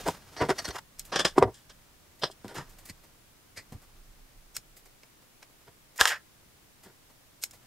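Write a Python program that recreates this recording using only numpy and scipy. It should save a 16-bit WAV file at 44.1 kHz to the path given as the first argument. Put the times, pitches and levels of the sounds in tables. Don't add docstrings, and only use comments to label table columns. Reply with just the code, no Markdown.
import sys
import numpy as np
from scipy import signal
from scipy.fft import rfft, irfft
from scipy.io import wavfile
from scipy.ndimage import uniform_filter1d

SR = 44100
rng = np.random.default_rng(int(sys.argv[2]) if len(sys.argv) > 2 else 0)


def transcribe(signal):
    frames = np.atleast_2d(signal).T
    limited = np.clip(frames, -1, 1)
    pcm = np.round(limited * 32767).astype(np.int16)
    wavfile.write(sys.argv[1], SR, pcm)


def elevation(decibels):
    levels = np.asarray(decibels, float)
    return 10 ** (levels / 20)


N = 337806

# start_s, level_db, hardness_db, fade_s
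TUB_BLOWS = [
    (.0855, -20.5, 5.5, 0.014),
    (.4932, -22, 2.5, 0.059),
    (1.1605, -28.5, 1, 0.01),
    (1.196, -27.5, -3.5, 0.014),
    (1.2525, -25, 0.9, 0.016),
    (1.3805, -11, -4.5, 0.035),
    (1.4257, -10, -1.5, 0.026),
    (2.4461, -41, 3, 0.032),
]
TUB_KNOCKS = [(0.071, -25, -3.5, 0.069), (0.088, -43.5, 10, 0.067), (0.417, -20, -0.4, 0.083),
              (0.445, -39, 4, 0.13), (0.505, -21.5, 3, 0.066), (0.688, -38, 8, 0.059),
              (1.372, -35, -1.5, 0.13), (1.388, -40.5, 9, 0.054), (1.419, -22.5, -13.5, 0.13),
              (1.434, -23, -0.1, 0.052), (1.475, -35.5, -10.5, 0.0785), (2.452, -54.5, 6.5, 0.12),
              (2.49, -48.5, 5.5, 0.38), (2.585, -40.5, 6, 0.08), (5.68, -52, 3.5, 0.067),
              (6.86, -54, 4.5, 0.18)]
TUB_TICKS = [(.4145, -26, 0, 0.023), (.4885, -30, 5, 0.021), (.503, -31, 3, 0.019), (0.75, -38.5, 4, .02),
             (1.3832, -13.5, 2, .02), (1.4277, -14, -0.5, 0.024), (0.49, -41, 0, .03), (2.3, -42, -3, .02),
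             (.0812, -26, 0, .015), (.0875, -25, 0, .025), (2.455, -43, -2, .04), (2.515, -45, 0, .04),
             (2.565, -40, 2, .02), (1.366, -36, 0, .02)]
PART_RATTLES = [
    (1.125, -37.5, -4, 0.28),
    (1.16, -26.5, -0.8, 0.075),
    (1.195, -24.5, 0.2, 0.086),
    (1.252, -21, 0.4, 0.063),
    (1.543, -56, 6.5, 0.21),
    (1.699, -50, 1.5, 0.067),
]
PART_TICKS = [(.366, -45.5, -3.5, 0.027), (.7075, -39, 0, .012), (1.119, -47, -1, .02),
              (1.1615, -30, 1, .01), (1.1965, -28, 1, .01), (1.2535, -26, 1, .01),
              (1.1305, -39.5, -2, .015), (1.1575, -33, 0, .012), (1.1905, -32.5, -0.5, .012),
              (1.2485, -30, 0.5, .012), (1.275, -39, 2.5, 0.11), (2.5545, -45, 2, .015),
              (2.585, -54, -3, 0.069)]
FRAME_BLOWS = [
    (6.0113, -10, 3.7, 0.017),
    (6.0549, -14, 2.5, 0.02),
    (6.0795, -26, 3, 0.018),
]
FRAME_KNOCKS = [
    (0.76, -40.5, 6.6, 0.05),
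    (0.788, -42, 7, 0.02),
    (2.56, -44.5, 7.9, 0.16),
    (2.61, -46.5, 1.1, 0.075),
    (5.995, -31, 0.033, 0.12),
    (6.003, -28.5, 10.5, 0.14),
    (6.017, -23.5, 3.5, 0.025),
    (6.032, -46.5, 20, 0.11),
    (6.063, -32, 5.3, 0.08),
]
FRAME_SCRAPE = [
    (6.075, -30, 11.5, 0.12),
    (6.09, -37, 11.5, 0.054),
    (6.105, -29.5, 1, 0.12),
    (6.12, -30, -1, 0.12),
    (6.14, -43, -11.5, 0.055),
    (6.16, -42, -2, 0.042),
]
FRAME_TICKS = [(.7855, -44, 4, .012), (5.987, -41.5, -7.5, .04), (5.9975, -31.5, -4, .02),
               (6.0015, -31, -2, .015), (6.02, -30, 8, .012), (6.0745, -33, 4, .015),
               (6.1, -33.5, 3.5, .015), (6.0085, -22, -1, .012), (6.066, -36, 6, .05),
               (5.4255, -54, 4, .01), (6.118, -33, -2, .015), (6.13, -35, -2, .015)]
THIN_WALL_KNOCKS = [
    (.42, -29, -3, .05),
    (.502, -30, 4, .06),
    (.747, -48, 4, .04),
    (.757, -40, 2, .04),
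    (.766, -38, -1, .045),
    (.786, -42, 7, .018),
    (2.565, -43.5, 1, .08),
    (2.583, -43, 2, .1),
]
TOOL_RATTLES = [
    (0.374, -43, -2, 0.26),
    (0.59, -30.5, 1.4, 0.06),
    (0.654, -32, 1.3, 0.048),
    (0.708, -41.5, -1.5, 0.04),
]
CLACK_BLOWS = [
    (2.2352, -22, 0.1, 0.017),
    (2.24, -20.5, 0.1, 0.011),
]
CLACKS = [
    (2.226, -38, -1.7, 0.13),
    (2.243, -34, -2.1, 0.077),
    (2.316, -52, 9, 0.04),
]
PICKUPS = [
    (2.899, -44.5, 2.5, 0.044),
    (3.576, -43.5, 0.5, 0.093),
    (3.595, -66, -6, 0.092),
]
SNIPS = [
    (0.0779, -36, -2, 0.022),
    (0.9946, -37, 11, 0.014),
    (2.4807, -44.5, -6, 0.0099),
    (4.5662, -28.5, 2, 0.013),
    (5.0333, -53.5, -9.5, 0.017),
    (5.428, -47, -8.5, 0.011),
    (5.9781, -42, 8.5, 0.014),
    (7.4371, -25, 1.5, 0.013),
    (7.5095, -51.5, 6, 0.028),
]
# start_s, level_db, hardness_db
SQUEEZES = [
    (0.997, -47.5, 0.5),
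    (4.557, -47, 0),
    (4.571, -48, 1),
    (5.036, -66, -10),
    (5.43, -60, -8.5),
    (5.98, -54, -0.5),
    (7.429, -44, 5),
    (7.442, -44.5, 4.5),
]
# start_s, level_db, hardness_db
BRUSHES = [(1.053, -51, 2.5), (2.196, -59.5, 0), (2.548, -51, -2), (2.697, -57.5, 3), (2.787, -54.5, 0.5),
           (2.856, -49.5, 2), (2.877, -55, 0), (3.039, -61, -1.3), (3.724, -57, -2.5), (3.82, -63, -1),
           (4.769, -53.5, 1.6), (4.857, -59, -0.6), (5.222, -67, -1.5), (5.499, -73.5, -3),
           (5.612, -67, -1.5), (5.962, -52.5, 1), (6.836, -55, 0), (7.1, -66.5, -2), (7.535, -55.5, -0.5)]
# start_s, level_db, pitch_hz, fade_s
THUDS = [(0.08, -31, 168, 0.038), (0.415, -27, 126, 0.11), (0.496, -32, 143, 0.09),
         (0.682, -36.5, 61.9, 0.041), (1.157, -40.5, 130, 0.16), (1.248, -34.5, 158, 0.03),
         (1.385, -29, 124, 0.1), (1.425, -28.5, 110, 0.13), (2.231, -39.5, 148, 0.075),
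         (2.448, -40, 230, 0.082), (2.567, -38.5, 128, 0.17), (2.896, -42.5, 71.6, 0.055),
         (3.575, -51.5, 62.5, 0.15), (3.72, -40.5, 126, 0.094), (3.742, -38.5, 76, 0.1),
         (4.567, -54, 87.4, 0.11), (5.68, -53.5, 110, 0.11), (6.011, -36.5, 50, 0.024),
         (6.859, -53.5, 139.7, 0.1)]

# pitch_hz, width_hz, level_db
TUB = [(280, 45, -9), (385, 53.7, 2.5), (482, 84, -2), (639.7, 76, -4.5), (753, 45, -5), (948, 50, -4),
       (1172, 50, -13.5), (1400, 110, -12), (2030, 290, -20), (3150, 500, -23), (5124, 640, -28),
       (7400, 1500, -30)]
LOOSE_PARTS = [(580, 78, -14), (1077, 78, -10), (1600, 170, -3.5), (1816, 100, -0.5), (3120, 1400, -12),
               (3460, 24, 3), (3107, 35, -4.5), (4950, 97, -0.5), (5480, 300, -9.5), (7690, 380, -5.5),
               (9090, 300, -11.5), (12020, 6100, -28)]
FRAME = [(498, 160, -13.5), (1056, 180, -3.5), (1236, 120, 0.5), (1690, 310, 10), (3070, 1120, -4),
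         (3115, 150, -14), (1972, 250, -1), (5120, 630, -4), (5780, 290, -6.5), (6670, 760, -13.5),
         (8356, 960, -20), (11700, 6000, -17)]
THIN_WALL = [(927, 130, -1), (1500, 200, -3), (1900, 160, -5), (2760, 90, -5), (5250, 250, -11),
             (7000, 900, -15)]
TOOL = [(307, 260, -13.5), (646, 180, -1.5), (1860, 280, 3.5), (4410, 120, 2.5), (5850, 520, -7),
        (7740, 590, -2.5), (10800, 5500, -10)]
TRAY = [(326, 93, -4), (598, 110, 3.5), (1730, 250, 7.5), (3400, 420, -1.5), (4080, 210, -2.5),
        (4960, 160, 2), (5650, 170, -5), (8800, 440, -21)]
HANDLES = [(358, 310, -19), (2047, 236, -5.5), (4290, 290, -7.5), (4960, 330, -5), (7060, 510, -7.5),
           (8070, 240, 2.5), (12300, 2900, -7)]
JAWS = [(500, 500, -6), (1687, 540, -1), (2152, 270, 3), (3000, 950, -0.5), (4140, 540, 1.5),
        (5340, 380, 8), (6820, 350, 2.5), (8180, 980, -0.5), (10555, 500, -11), (11570, 200, 0),
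        (14240, 1100, -19.5)]
SKIN = [(360, 690, 9), (780, 980, 10.5), (2010, 510, 16), (4772, 1400, 11), (7610, 3600, 1.5),
        (11430, 1774, 9.5), (13620, 9700, -2)]

RANGE_EDGES_HZ = [150, 1300, 2800, 6500, 20000]
TUB_LIFT = (0, 1.049, 2.049, 3.001)
PARTS_LIFT = (-2, -0.9, -0.11, 1.37)
FRAME_LIFT = (0.66, 0, 1.01, 1.16)
# level_db at hardness 0 in each range low to top, then its lift as above
TUB_BLOW_TONE = ((1, -17, -25.5, -29.5), TUB_LIFT)
TUB_TONE = ((-1, -10.5, -19, -29), TUB_LIFT)
RATTLE_TONE = ((-3.5, -3.5, 0, -10.5), PARTS_LIFT)
FRAME_BLOW_TONE = ((-8, -0.5, -6.5, -11.5), FRAME_LIFT)
FRAME_TONE = ((-6.5, -0.5, -10.5, -15), FRAME_LIFT)
SCRAPE_TONE = ((-10, 0, -10.5, -18), (-0.24, 0, 1.06, 1.5))
TOOL_TONE = ((-4.5, -5, -1, -13.5), PARTS_LIFT)
CLACK_BLOW_TONE = ((1, -7, -1.5, -21), PARTS_LIFT)
CLACK_TONE = ((-5.5, -9, 2, -13.5), PARTS_LIFT)
PICKUP_TONE = ((-7, 0.8, 0, -5.5), PARTS_LIFT)
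JAW_TONE = ((-16.5, -6, 0.0052, 0.1), (-1.5, -0.82, 0.00067, 0.58))
SQUEEZE_TONE = ((-15.5, -8.5, -0.5, 0), JAW_TONE[1])
SKIN_TONE = ((-4, -6.5, -4.5, 0.0011), (-4.5, -1.5, -0.9, 0.0032))

# start_s, level_db
BUSY = [(0, -35), (.1, -34), (.22, -50), (.33, -49.5), (.5, -46), (.76, -43), (.87, -68), (1.19, -48),
        (1.381, -61.5), (2.201, -65.5), (2.69, -54.5), (3.43, -72.5), (3.73, -61), (4.97, -76), (5.89, -79),
        (6.119, -68), (7.3, -76.5), (7.66, -61)]
# start_s, level_db
LEAN = [(0, -41), (.2, -69), (.87, -75), (1.02, -56), (1.38, -61), (2.15, -78.5), (2.69, -57.5),
        (3.05, -63), (3.45, -77.5), (3.75, -60), (4.18, -55.5), (4.5, -55.5), (4.97, -75), (7.66, -79.5)]
# pitch_hz, level_db
RUSTLE = [(880, -36), (1500, -5.5), (5220, -3.5), (13900, -14), (16000, -14)]
# pitch_hz, level_db
HISS = [(20, -5.5), (77, -16), (127, -6), (172, -12), (337, -10), (420, -13.5), (10800, -22.5),
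        (16000, -23)]
# pitch_hz, likeness (0 to 1)
SAME = [(60, 0.21), (240, 0.23), (950, 0.1), (3770, 0.025), (15000, 0.034)]
# pitch_hz, level_db
WIDTH = [(40, -12.5), (90, -15.5), (180, -27), (360, -33.5), (700, -21), (1400, -13), (6000, -9.5),
         (15000, -7.5)]


def contacts(rows, modes, tone, blow_db, lead, slips_per_s, top_fades, between_db=-24, tick_hz=8500,
             low_hz=91, spread=0.012, alternate=True):
    out = np.zeros(N)
    for s, strength_db, hardness, fade_s in rows:
        levels_db = strength_db + np.array(tone[0]) + hardness * np.array(tone[1])
        t, shape = swell(fade_s, lead)
        chance = rng.random((3, len(t)))
        sizes = elevation(-2.0 * np.log(chance[0] + 0.011)) * np.sign(chance[1] - .5)
        slips = sizes * (chance[2] < slips_per_s / SR)
        drive = shape * evened(slips)
        drive[np.searchsorted(t, 0)] -= elevation(blow_db)
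        detune = rng.normal(1, spread, len(modes))
        body = np.zeros(len(t))
        for k, (hz, width, db) in enumerate(modes):
            sign = (-1) ** k if alternate else -1
            body += sign * elevation(db) * ring(drive, hz * detune[k], width)
        body = band(body + elevation(between_db) * drive, low_hz, tick_hz)
        for k, (db, part) in enumerate(zip(levels_db, ranges(body))):
            sooner = elevation(-k * top_fades * np.maximum(t, 0) / fade_s)
            part = part * sooner
            size = np.linalg.norm(shape * sooner) / np.linalg.norm(part)
            add(out, s + t[0], elevation(db) * part * size)
    return out


def tub():
    blows = contacts(TUB_BLOWS, TUB, TUB_BLOW_TONE, blow_db=27.5, lead=0.0025, slips_per_s=2400,
                     top_fades=7, between_db=-36, spread=.004, alternate=False)
    knocks = contacts(TUB_KNOCKS, TUB, TUB_TONE, blow_db=-6, lead=0.027, slips_per_s=2800,
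                      top_fades=9.8, between_db=-38, spread=.006)
    ticks = contacts(TUB_TICKS, TUB, TUB_BLOW_TONE, blow_db=22, lead=0.0015, slips_per_s=3100,
                     top_fades=5, between_db=-29.5, spread=0.00397, alternate=False)
    return blows + knocks + ticks


def loose_parts():
    rattles = contacts(PART_RATTLES, LOOSE_PARTS, RATTLE_TONE, blow_db=17, lead=0.008, slips_per_s=6700,
                       top_fades=3.2, between_db=-18, spread=.003)
    ticks = contacts(PART_TICKS, LOOSE_PARTS, RATTLE_TONE, blow_db=14, lead=0.002, slips_per_s=5970,
                     top_fades=2.5, between_db=-14, spread=0.0041)
    return rattles + ticks


def parts_frame():
    blows = contacts(FRAME_BLOWS, FRAME, FRAME_BLOW_TONE, blow_db=20, lead=0.00092, slips_per_s=5400,
                     top_fades=5.9, between_db=-19.5, low_hz=400)
    knocks = contacts(FRAME_KNOCKS, FRAME, FRAME_TONE, blow_db=-5, lead=0.014, slips_per_s=4400,
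                      top_fades=1.7, between_db=-26, low_hz=400)
    scrape = contacts(FRAME_SCRAPE, FRAME, SCRAPE_TONE, blow_db=-5, lead=0.01, slips_per_s=5000,
                      top_fades=2.4, low_hz=400)
    ticks = contacts(FRAME_TICKS, FRAME, FRAME_TONE, blow_db=11, lead=0.0024, slips_per_s=3800,
                     top_fades=2.5, between_db=-17, low_hz=400)
    wall_tone = ((-1, -4, -12.5, -17), FRAME_LIFT)
    wall = contacts(THIN_WALL_KNOCKS, THIN_WALL, wall_tone, blow_db=6, lead=0.0091, slips_per_s=4000,
                    top_fades=3, between_db=-23, low_hz=300)
    return blows + knocks + scrape + ticks + wall


def nippers():
    rattles = contacts(TOOL_RATTLES, TOOL, TOOL_TONE, blow_db=-2, lead=0.018, slips_per_s=6000,
                       top_fades=2.9)
    clack_blows = contacts(CLACK_BLOWS, TRAY, CLACK_BLOW_TONE, blow_db=18.5, lead=0.00084,
                           slips_per_s=2100, top_fades=2.7, between_db=-42)
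    clacks = contacts(CLACKS, TRAY, CLACK_TONE, blow_db=-8, lead=0.015, slips_per_s=6000,
                      top_fades=1.8, between_db=-28)
    pickups = contacts(PICKUPS, HANDLES, PICKUP_TONE, blow_db=18.5, lead=0.021, slips_per_s=4600,
                       top_fades=3.2)
    return rattles + clack_blows + clacks + pickups


def snipping():
    snips = contacts(SNIPS, JAWS, JAW_TONE, blow_db=11, lead=0.00066, slips_per_s=5000,
                     top_fades=2.3, between_db=-11.5, tick_hz=16900)
    squeeze_rows = [(*row, 0.074) for row in SQUEEZES]
    squeezes = contacts(squeeze_rows, JAWS, SQUEEZE_TONE, blow_db=-9.5, lead=0.021, slips_per_s=8700,
                        top_fades=2.5, between_db=-20.5, tick_hz=15100)
    return snips + squeezes


def finger_brushes():
    rows = [(*row, 0.096) for row in BRUSHES]
    return contacts(rows, SKIN, SKIN_TONE, blow_db=-6, lead=0.0091, slips_per_s=6400,
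                    top_fades=0.97, between_db=-6.5, tick_hz=17000)


def desk_thuds():
    out = np.zeros(N)
    for s, db, hz, fade_s in THUDS:
        t, shape = swell(fade_s, 0.0056)
        push = shape * rng.standard_normal(len(t))
        wobble = ring(push, hz, 44) + 0.51 * ring(push, 0.51 * hz, 30)
        add(out, s + t[0], elevation(db) * peaked(band(wobble, 55, 380)))
    return out


def handling():
    t = np.arange(N) / SR
    sway_db = np.interp(t, *np.transpose(LEAN))
    busy_db = np.interp(t, *np.transpose(BUSY))
    extra_db = busy_db + 60
    noise = rng.standard_normal((5, N))
    slow = uniform_filter1d(uniform_filter1d(noise[4], size=600), size=600)
    lumps = elevation(2.8 * evened(slow))
    sway = elevation(sway_db) * evened(ring(ring(noise[0], 28, 9), 28, 9))
    rumble = evened(band(noise[1], 40, 160)) * elevation(-64.5 + 0.42 * extra_db)
    rub = evened(lumps * band(noise[2], 130, 1500)) * elevation(-68.5 + 0.9 * extra_db)
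    grain = coloured(band(noise[3], 1500, 17000), RUSTLE)
    rustle = evened(lumps * grain) * elevation(-11.5 + busy_db)
    return sway + rumble + rub + rustle


def hiss():
    hz = np.fft.rfftfreq(N, 1 / SR)
    left, other = rfft(rng.standard_normal((2, N)))
    same = np.clip(read(SAME, hz), 0, 1)
    right = same * left + np.sqrt(1 - same ** 2) * other
    pair = np.array([left, right]) * elevation(read(HISS, hz))
    return elevation(-59.5) * evened(irfft(pair, N))


def widen(x):
    taps = rng.standard_normal(150) * elevation(-60 * np.arange(150) / SR / .006)
    odd = np.concatenate([-taps[::-1], [0], taps])
    late = rng.standard_normal(3000) * elevation(-60 * np.arange(3000) / SR / 0.062)
    centred = np.roll(np.pad(odd, (0, N - len(odd))), -len(taps))
    paths = rfft(centred) / np.linalg.norm(odd)
    paths = paths + elevation(0.5) * rfft(late, N) / np.linalg.norm(late)
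    paths = paths / np.sqrt(uniform_filter1d(abs(paths) ** 2, size=2500))
    side = coloured(irfft(rfft(x) * paths, N), WIDTH)
    return np.array([x + side, x - side])


def swell(fade_s, lead):
    t = np.arange(-.05, .25, 1 / SR)
    rise = np.clip(1 + t / np.clip(lead, .001, .05), 0, 1) ** 2
    after = np.maximum(t, 0) / max(fade_s, .01)
    return t, rise * elevation(-35 * after - 21 * after ** 2)


def ring(x, hz, width):
    r = np.exp(-np.pi * max(width, 5) / SR)
    return signal.lfilter([1 - r, 0, r - 1], [1, -2 * r * np.cos(2 * np.pi * hz / SR), r * r], x)


def ranges(x):
    hz = np.fft.rfftfreq(len(x), 1 / SR)
    above = [np.clip(.5 + 4 * np.log((hz + 1) / edge), 0, 1) for edge in RANGE_EDGES_HZ]
    return irfft(rfft(x) * -np.diff(above, axis=0), len(x))


def band(x, lo_hz, hi_hz):
    sos = signal.butter(2, [lo_hz, min(hi_hz, .45 * SR)], "band", fs=SR, output="sos")
    return signal.sosfilt(sos, x)


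def read(points, hz):
    f, value = np.transpose(points)
    return np.interp(np.log(hz + 1), np.log(f + 1), value)


def coloured(x, points):
    size = x.shape[-1]
    return irfft(rfft(x) * elevation(read(points, np.fft.rfftfreq(size, 1 / SR))), size)


def evened(x):
    return x / np.sqrt(np.mean(x ** 2) + 1e-20)


def peaked(x):
    return x / np.sqrt(uniform_filter1d(x ** 2, size=176).max() + 1e-20)


def add(mix, s, sound):
    at = round(s * SR)
    part = mix[max(at, 0):][:len(sound) + min(at, 0)]
    part += sound[max(-at, 0):][:len(part)]


def scene():
    near = tub() + loose_parts() + parts_frame() + nippers() + snipping()
    near += finger_brushes() + desk_thuds() + handling()
    return widen(near) + hiss()


def low_pass(x):
    return signal.sosfilt(signal.butter(12, 16510, fs=SR, output="sos"), x)


def record(dry):
    mid, side = (dry[0] + dry[1]) / 2, (dry[0] - dry[1]) / 2
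    loud_db = 10 * np.log10(abs(uniform_filter1d(mid ** 2, size=900)) + 1e-12)
    side = side * elevation(-0.25 * np.maximum(loud_db + 30.5, 0))
    pair = np.clip([mid + side, mid - side], -.99, .99)
    edge = signal.firwin(511, 15780, window=("kaiser", 7), fs=SR)
    mix = signal.oaconvolve(pair, edge[None], "same")
    return low_pass(mix)


dry = scene()
out = record(dry)
transcribe(out)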